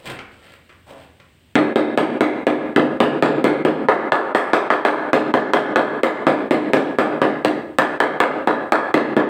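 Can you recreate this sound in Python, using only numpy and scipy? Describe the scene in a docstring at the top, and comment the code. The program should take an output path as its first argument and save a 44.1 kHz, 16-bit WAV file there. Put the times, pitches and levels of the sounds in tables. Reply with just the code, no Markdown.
"""A bare concrete room on a building site: a tiler pats a large floor tile amid gritty scuffs, then beds
it into its adhesive with quick blows of a rubber mallet. Each blow is a filtered slap plus a knock of
decaying noise through the tile's resonances: bedded spots thud, hollow ones clack. Shaped noise makes the
scuffs, pats, site rumble and room tail. The recorder's limiter ducks just before each blow and lets the
reverberation swell back after it."""
import sys
import numpy as np
from scipy import signal
from scipy.fft import rfft, irfft, next_fast_len
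from scipy.io import wavfile
from scipy.ndimage import uniform_filter1d, minimum_filter1d, map_coordinates

SR = 44100
rng = np.random.default_rng(int(sys.argv[2]) if len(sys.argv) > 2 else 0)


def put_to_file(sound):
    """Save the sound as 16-bit audio at rate SR, in the file named by the first command-line argument."""
    columns = np.atleast_2d(sound).T  # one column per channel
    safe = np.clip(columns, -1, 1)
    whole_steps = np.round(safe * 32767)
    wavfile.write(sys.argv[1], SR, whole_steps.astype(np.int16))


N = 409688


def amp(db):
    """Decibels to gain."""
    return 10 ** (np.asarray(db) / 20)


def unit(x):
    """Scale to rms 1."""
    return x / np.sqrt(np.mean(x ** 2) + 1e-20)


def along(points, hz):
    """A (frequency, value) curve read on a log-frequency axis."""
    point_hz, value = np.transpose(points)
    return np.interp(np.log(hz + 1), np.log(point_hz + 1), value)


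def at(curve, s):
    """A (time, value) curve read at time s."""
    return np.interp(s, *np.transpose(curve))


def filtered(x, response):
    """Filter x by a response given as a function of frequency."""
    size = next_fast_len(len(x) + 8192)  # padding keeps the end from wrapping onto the start
    hz = np.fft.rfftfreq(size, 1 / SR)
    return irfft(rfft(x, size) * response(hz), size)[:len(x)]


def add(track, s, sound):
    """Mix a sound into the track from time s on."""
    part = track[max(round(s * SR), 0):][:len(sound)]
    part += sound[:len(part)]


# distant site noise: pitch_hz, level_db (spectrum per Hz, relative)
SITE_SPECTRUM = [(25, -18), (50, -12), (80, 7), (115, -3), (250, -6), (600, -17), (1200, -22),
                 (3000, -16.5), (5500, -31), (16000, -28.5)]


def site(level_db=-56):
    """The faint steady rumble of the building site: noise weighted by frequency."""
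    noise = rng.standard_normal(N)
    return amp(level_db) * unit(filtered(noise, lambda hz: amp(along(SITE_SPECTRUM, hz))))


def friction(colour, grain_db=4, grain_s=.003):
    """Coloured noise of rms 1, in clumps as sand grains catch and slip."""
    clumps = unit(uniform_filter1d(rng.standard_normal(N), round(grain_s * SR)))
    grains = rng.standard_normal(N) * amp(grain_db * clumps)
    return unit(filtered(grains, lambda hz: amp(along(colour, hz))))


# reverberation time, the fall by 60 dB: pitch_hz, decay_s
ROOM_DECAY = [(100, 0.93), (300, 0.61), (1000, 0.58), (2000, 0.57), (4000, 0.47), (8000, 0.38),
              (15000, 0.27)]
# colour of the reverberation: pitch_hz, level_db
ROOM_COLOUR = [(100, -5), (400, 4), (1500, 2.5), (4000, -6), (8000, -6), (15000, -3)]


def room_tail(build_s=0.0028):
    """One second of diffuse reverberation, energy 1: noise whose treble dies first."""
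    hz, t, bands = signal.stft(rng.standard_normal(SR), SR, nperseg=256)
    colour_db = along(ROOM_COLOUR, hz)[:, None]
    decay_db = -60 * t / along(ROOM_DECAY, hz)[:, None]
    tail = signal.istft(bands * amp(colour_db + decay_db), SR, nperseg=256)[1][:SR]
    tail = tail * (1 - np.exp(-np.arange(SR) / SR / build_s))
    return tail / np.linalg.norm(tail)


# hand, shoes and mallet rubbing on gritty surfaces: start_s, rise_s, length_s, grit_db, body_db
SCUFF_STROKES = [(-.05, .03, 0.08, -51, -48.5), (0.049, 0.011, 0.055, -31.5, -38),
                 (0.304, 0.018, 0.11, -53.5, -55.5), (0.425, 0.012, 0.11, -48, -57.5),
                 (0.86, 0.021, 0.049, -49.5, -40), (0.955, 0.023, 0.073, -50.5, -54)]
# fingers touch the tile: start_s, level_db
FINGER_PATS = [(.187, -31.5), (0.691, -37), (1.197, -42)]
# bright gritty part of a scuff: pitch_hz, level_db (spectrum per Hz, relative)
GRIT_SPECTRUM = [(300, 1), (900, -15.5), (1700, -1.5), (3200, -3), (4500, -11), (6000, -20.5),
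                 (9000, -16.5), (16000, -22)]
# dull body of a scuff: pitch_hz, level_db (spectrum per Hz, relative)
RUB_SPECTRUM = [(60, -7), (170, -7), (500, 2), (850, -1.5), (1400, -9.5), (4000, -28.5)]
# fingers on the tile: pitch_hz, level_db (spectrum per Hz, relative)
FINGER_SPECTRUM = [(200, -2), (800, -8), (1700, -0.5), (3000, -3.5), (4200, -16), (6000, -19), (16000, -42)]


def handling(release_s=0.024, pat_rise_s=0.0032, pat_s=0.022, dry_db=-5, wet_db=-8):
    """Enveloped friction noise: scuffs with a gritty and a dull part, soft finger pats, and the room's answer."""
    t, out = np.arange(N) / SR, np.zeros(N)
    grit, rub, finger = friction(GRIT_SPECTRUM), friction(RUB_SPECTRUM), friction(FINGER_SPECTRUM)
    for s, rise, length, grit_db, body_db in SCUFF_STROKES:
        attack = np.clip((t - s) / rise, 0, 1)
        release = np.exp(-np.clip((t - s - rise - length) / release_s, 0, 20))
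        out += attack * release * (amp(grit_db) * grit + amp(body_db) * rub)
    for s, db in FINGER_PATS:
        pat = np.clip((t - s) / pat_rise_s, 0, 1) * np.exp(-np.abs(t - s) / pat_s)
        out += amp(db) * pat * finger
    return amp(dry_db) * out + amp(wet_db) * signal.fftconvolve(out, room_tail())[:N]


def causal(gain):
    """The minimum-phase response that has this gain on an FFT grid, so that nothing rings before the hit."""
    cepstrum = irfft(np.log(np.maximum(gain, 1e-6)))
    half = len(cepstrum) // 2
    # fold the cepstrum onto positive times
    cepstrum[1:half] *= 2
    cepstrum[half + 1:] = 0
    return np.exp(rfft(cepstrum))


def resonances(hz, ring):
    """Peaks and notches in dB; a narrow peak rings long."""
    return sum(db / (1 + (2 * (hz - centre) / width) ** 2) for centre, width, db in ring)


def struck(excitation, colour):
    """An excitation's spectrum played through a colour, energy 1."""
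    sound = irfft(excitation * colour)
    return sound / np.linalg.norm(sound)


# echoes of the nearest walls and the ceiling: delay_s, level_db
EARLY_ECHOES = [(.0054, -31.5), (.008, -9.5), (.0096, -16.5), (.014, -15.5), (.022, -21), (0.025, -17),
                (.034, -9.5), (0.036, -17.5)]


def near_paths(loss_db_per_s, wander_s=.0003):
    """The direct sound and its first reflections, weaker on long paths, shifting with the struck spot."""
    paths = np.zeros(SR)
    paths[0] = 1
    for s, db in EARLY_ECHOES:
        add(paths, s + wander_s * rng.standard_normal(), amp([db - loss_db_per_s * s]))
    return paths


def contact(flex_db=5, flex_t60_s=0.019, flex_hz=2600, rubber_hz=4500):
    """One push, rounded by the rubber, with bending waves that cross the tile and die in the adhesive."""
    flex = rng.standard_normal(SR) * amp(-60 * np.arange(SR) / SR / flex_t60_s)
    flex = flex / np.linalg.norm(flex)
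    push = amp(flex_db) * signal.lfilter(*signal.butter(2, flex_hz, fs=SR), flex)
    push[0] += 1
    return signal.lfilter(*signal.butter(2, rubber_hz, fs=SR), push)


# how adhesive colours a blow: pitch_hz, level_db
THUD_COLOUR = [(220, 8), (580, -0.5), (1150, -4), (1750, -3), (2150, 2), (3600, 1.5)]
# how a void colours a blow: pitch_hz, level_db
CLACK_COLOUR = [(220, -4.5), (580, 0.3), (1150, 6), (1750, 3.5), (2150, 2.5), (3600, 1.6)]
# peaks and notches that a void adds: pitch_hz, width_hz, level_db
VOID_MODES = [(1588, 96, 1.5), (1760, 57, 5), (2862, 220, -3)]
# share of the crispness that the tile takes up: pitch_hz, share (no unit)
CRISP_UPTAKE = [(1750, 0), (2200, 0.34), (3600, 0.28), (8000, 0.81)]
# the snap dulls as the tile sinks in: pitch_hz, change_db_per_s
SETTLING_DRIFT = [(1750, -0.5), (2300, -0.8), (4500, -0.48), (8000, -0.5)]
HALF_SET_S = 3.74  # the tile is half bedded by then; the settling colour is neutral here


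def spot(hz, s, crisp_db, hollow):
    """Colour of one blow in dB: adhesive favours the thud, a void the clack, a flat landing the treble."""
    void = along(CLACK_COLOUR, hz) + resonances(hz, VOID_MODES)
    support = (1 - hollow) * along(THUD_COLOUR, hz) + hollow * void
    crispness = crisp_db * along(CRISP_UPTAKE, hz)
    settling = (s - HALF_SET_S) * along(SETTLING_DRIFT, hz)
    return support + crispness + settling


def uneven(hz, depth_db=2.5, spacing_hz=260, from_hz=2000):
    """Each spot wakes the tile's upper modes in its own proportions: a smooth random curve in dB."""
    knots = rng.standard_normal(len(hz) // 100)
    curve = map_coordinates(knots, [hz / spacing_hz], mode="mirror")
    return depth_db * curve * np.clip(hz / from_hz, 0, 1) ** 2


# mallet blows: start_s, force_db, crispness_db (how flat the rubber face lands)
MALLET_BLOWS = [(1.555, 0.5, -2.5), (1.7587, 4.5, -3), (1.9757, 3.5, 2), (2.2081, 2.5, 2), (2.4685, 4.5, 0),
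                (2.7619, 2.5, -2.5), (3.0035, 2.5, 0.5), (3.225, 4.5, -2.5), (3.4426, 3, 2),
                (3.6502, 3.5, -3.5), (3.8861, 4.5, -5.5), (4.1208, 6.5, -0.5), (4.3488, 5.5, 8),
                (4.5337, 4, 5.5), (4.7035, 6, 1), (4.851, 8, 4), (5.132, 6, 2), (5.3397, 9, -1.5),
                (5.5354, 9.5, 3.5), (5.7594, 5, 0), (6.0338, 4, 5.5), (6.268, 1, -1.5), (6.5092, 3, 1),
                (6.7345, 1, 4), (6.9865, 1, 1), (7.2173, -1, -2), (7.4485, -3, 6.5), (7.786, 0, 8),
                (8.003, 4, 1), (8.2031, 3.5, 2), (8.474, 0, -5.5), (8.722, 1, 2), (8.942, 5.5, -0.5),
                (9.1666, 6, -8)]
# the mallet works its way over the tile: time_s, hollowness (0 fully bedded, 1 over a void)
HOLLOWNESS = [(1.555, .05), (1.76, 0.14), (2.2, 0.25), (2.76, 0.098), (3.44, 0), (3.65, 0.035), (3.89, 0.7),
              (4.12, 0.85), (4.85, 0.83), (5.13, 0.36), (6.03, 0.65), (6.51, 0.13), (7.0, 0.39),
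              (7.45, 0.22), (7.79, 0.73), (8.47, .6), (8.72, 0.98), (8.94, 0.3)]
# hand and mallet head shade the contact by turns: time_s, slap_db (how much reaches the microphone)
SLAP_SHADING = [(1.5, -0.5), (3.7, 2.5), (4.35, -16), (4.55, -13), (5.1, -1.5), (6, -1), (7, -1.5),
                (8.2, 6.5), (9.2, 3)]
# broad colour of a blow on an average spot: pitch_hz, level_db (spectrum per Hz, relative)
TILE_SPECTRUM = [(40, -50), (95, -27), (200, -5), (310, 0.5), (600, -3.5), (850, -6), (1300, -10),
                 (1750, -11), (2000, -14.5), (3000, -21), (4000, -23), (5500, -36), (9000, -39.5),
                 (16000, -46)]
# resonances (+) and antiresonances (-) of the tile and the floor under it: pitch_hz, width_hz, level_db
TILE_MODES = [(153.6, 19.5, 6.5), (181.7, 37.6, -10), (216, 7.7, 0.5), (270.9, 5.9, 5), (287.5, 27.2, -8.5),
              (302.4, 18.3, 8.5), (356.5, 6.2, -9), (418, 16, 3), (474, 29, -1.5), (536.5, 22, 5),
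              (623, 38, 3), (720, 37, 0.5), (896, 13, -2), (1050, 41, 6), (1067, 63, -7), (1231, 79, 4.5),
              (1435, 37, 1.5), (1536, 120, -1.5), (1672, 16.4, 8.5), (1716, 58, 5), (1880, 117, -3),
              (2060, 40, 3), (2330, 25, -2.5), (2630, 43, 1), (3275, 200, 3.5), (3800, 35, 4)]
# the slap of rubber on glaze: pitch_hz, level_db (spectrum per Hz, relative)
SLAP_SPECTRUM = [(500, -26), (2500, -1), (5500, -4.5), (9000, -2), (16000, -5)]


def mallet(knock_db=19, hollow_knock_db=2, room_db=23.0, slap_db=-11.0, slap_loss_db_per_s=200, alike=0.67):
    """Each blow is a slap, the tile's knock and the room's answer, coloured by the spot that it lands on."""
    track, hz = np.zeros(N), np.fft.rfftfreq(SR, 1 / SR)
    body_db = along(TILE_SPECTRUM, hz) + resonances(hz, TILE_MODES)
    glaze = causal(amp(along(SLAP_SPECTRUM, hz)))
    tail = room_tail()
    for s, force_db, crisp_db in MALLET_BLOWS:
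        hollow = np.clip(at(HOLLOWNESS, s), 0, 1)
        colour = causal(amp(body_db + spot(hz, s, crisp_db, hollow) + uneven(hz)))

        slap_gain = -amp(slap_db + crisp_db + at(SLAP_SHADING, s))  # inverted polarity
        slap = slap_gain * struck(rfft(near_paths(slap_loss_db_per_s)), glaze)

        knock_gain = amp(knock_db + hollow_knock_db * hollow)
        knock = knock_gain * struck(rfft(contact()) * rfft(near_paths(0)), colour)

        # neighbouring spots wake nearly the same room modes
        tail = alike * tail + np.sqrt(1 - alike ** 2) * room_tail()
        room = amp(room_db) * struck(rfft(tail), colour)
        add(track, s, amp(force_db) * (slap + knock + room))
    return track


def limiter(x, ceiling_db=-5.5, sense_s=0.0021, ahead_s=0.033, glide_s=0.019, hold_s=0.097, release_db_per_s=105):
    """The gain glides down ahead of a loud sound, holds, then climbs back."""
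    power = np.abs(uniform_filter1d(x ** 2, round(sense_s * SR)))
    need_db = np.minimum(ceiling_db - 10 * np.log10(power + 1e-12), 0)
    ahead, glide, hold = round(ahead_s * SR), round(glide_s * SR), round(hold_s * SR)
    held_db = minimum_filter1d(need_db, ahead + hold, origin=(hold - ahead) // 2)
    # a running minimum against a ramp limits how fast the gain may climb
    climb_db = release_db_per_s * np.arange(N) / SR
    gain_db = np.minimum.accumulate(held_db - climb_db) + climb_db
    return x * uniform_filter1d(amp(gain_db), glide, origin=(glide - 1) // 2)


def scene():
    """Everything that reaches the microphone."""
    return (site() + handling() + mallet())[None]


# microphone colour: pitch_hz, level_db
MIC_COLOUR = [(5000, 2), (6800, -1), (8300, 7), (9800, -5.5), (12000, -10), (14300, 0), (15700, -3),
              (16500, -16)]
TOP_HZ = 16900  # nothing is kept above this


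def record(dry, top=1.0, hardness=8, low_hz=50):
    """Microphone colour, limiter, rounded peaks, low cut and the band limit."""
    x = filtered(dry[0], lambda hz: amp(along(MIC_COLOUR, hz)))
    x = limiter(x)
    x = x / (1 + np.abs(x / top) ** hardness) ** (1 / hardness)
    x = signal.sosfilt(signal.butter(2, low_hz, "high", fs=SR, output="sos"), x)
    return filtered(x, lambda hz: hz < TOP_HZ)[None]


dry = scene()
out = record(dry)
put_to_file(out)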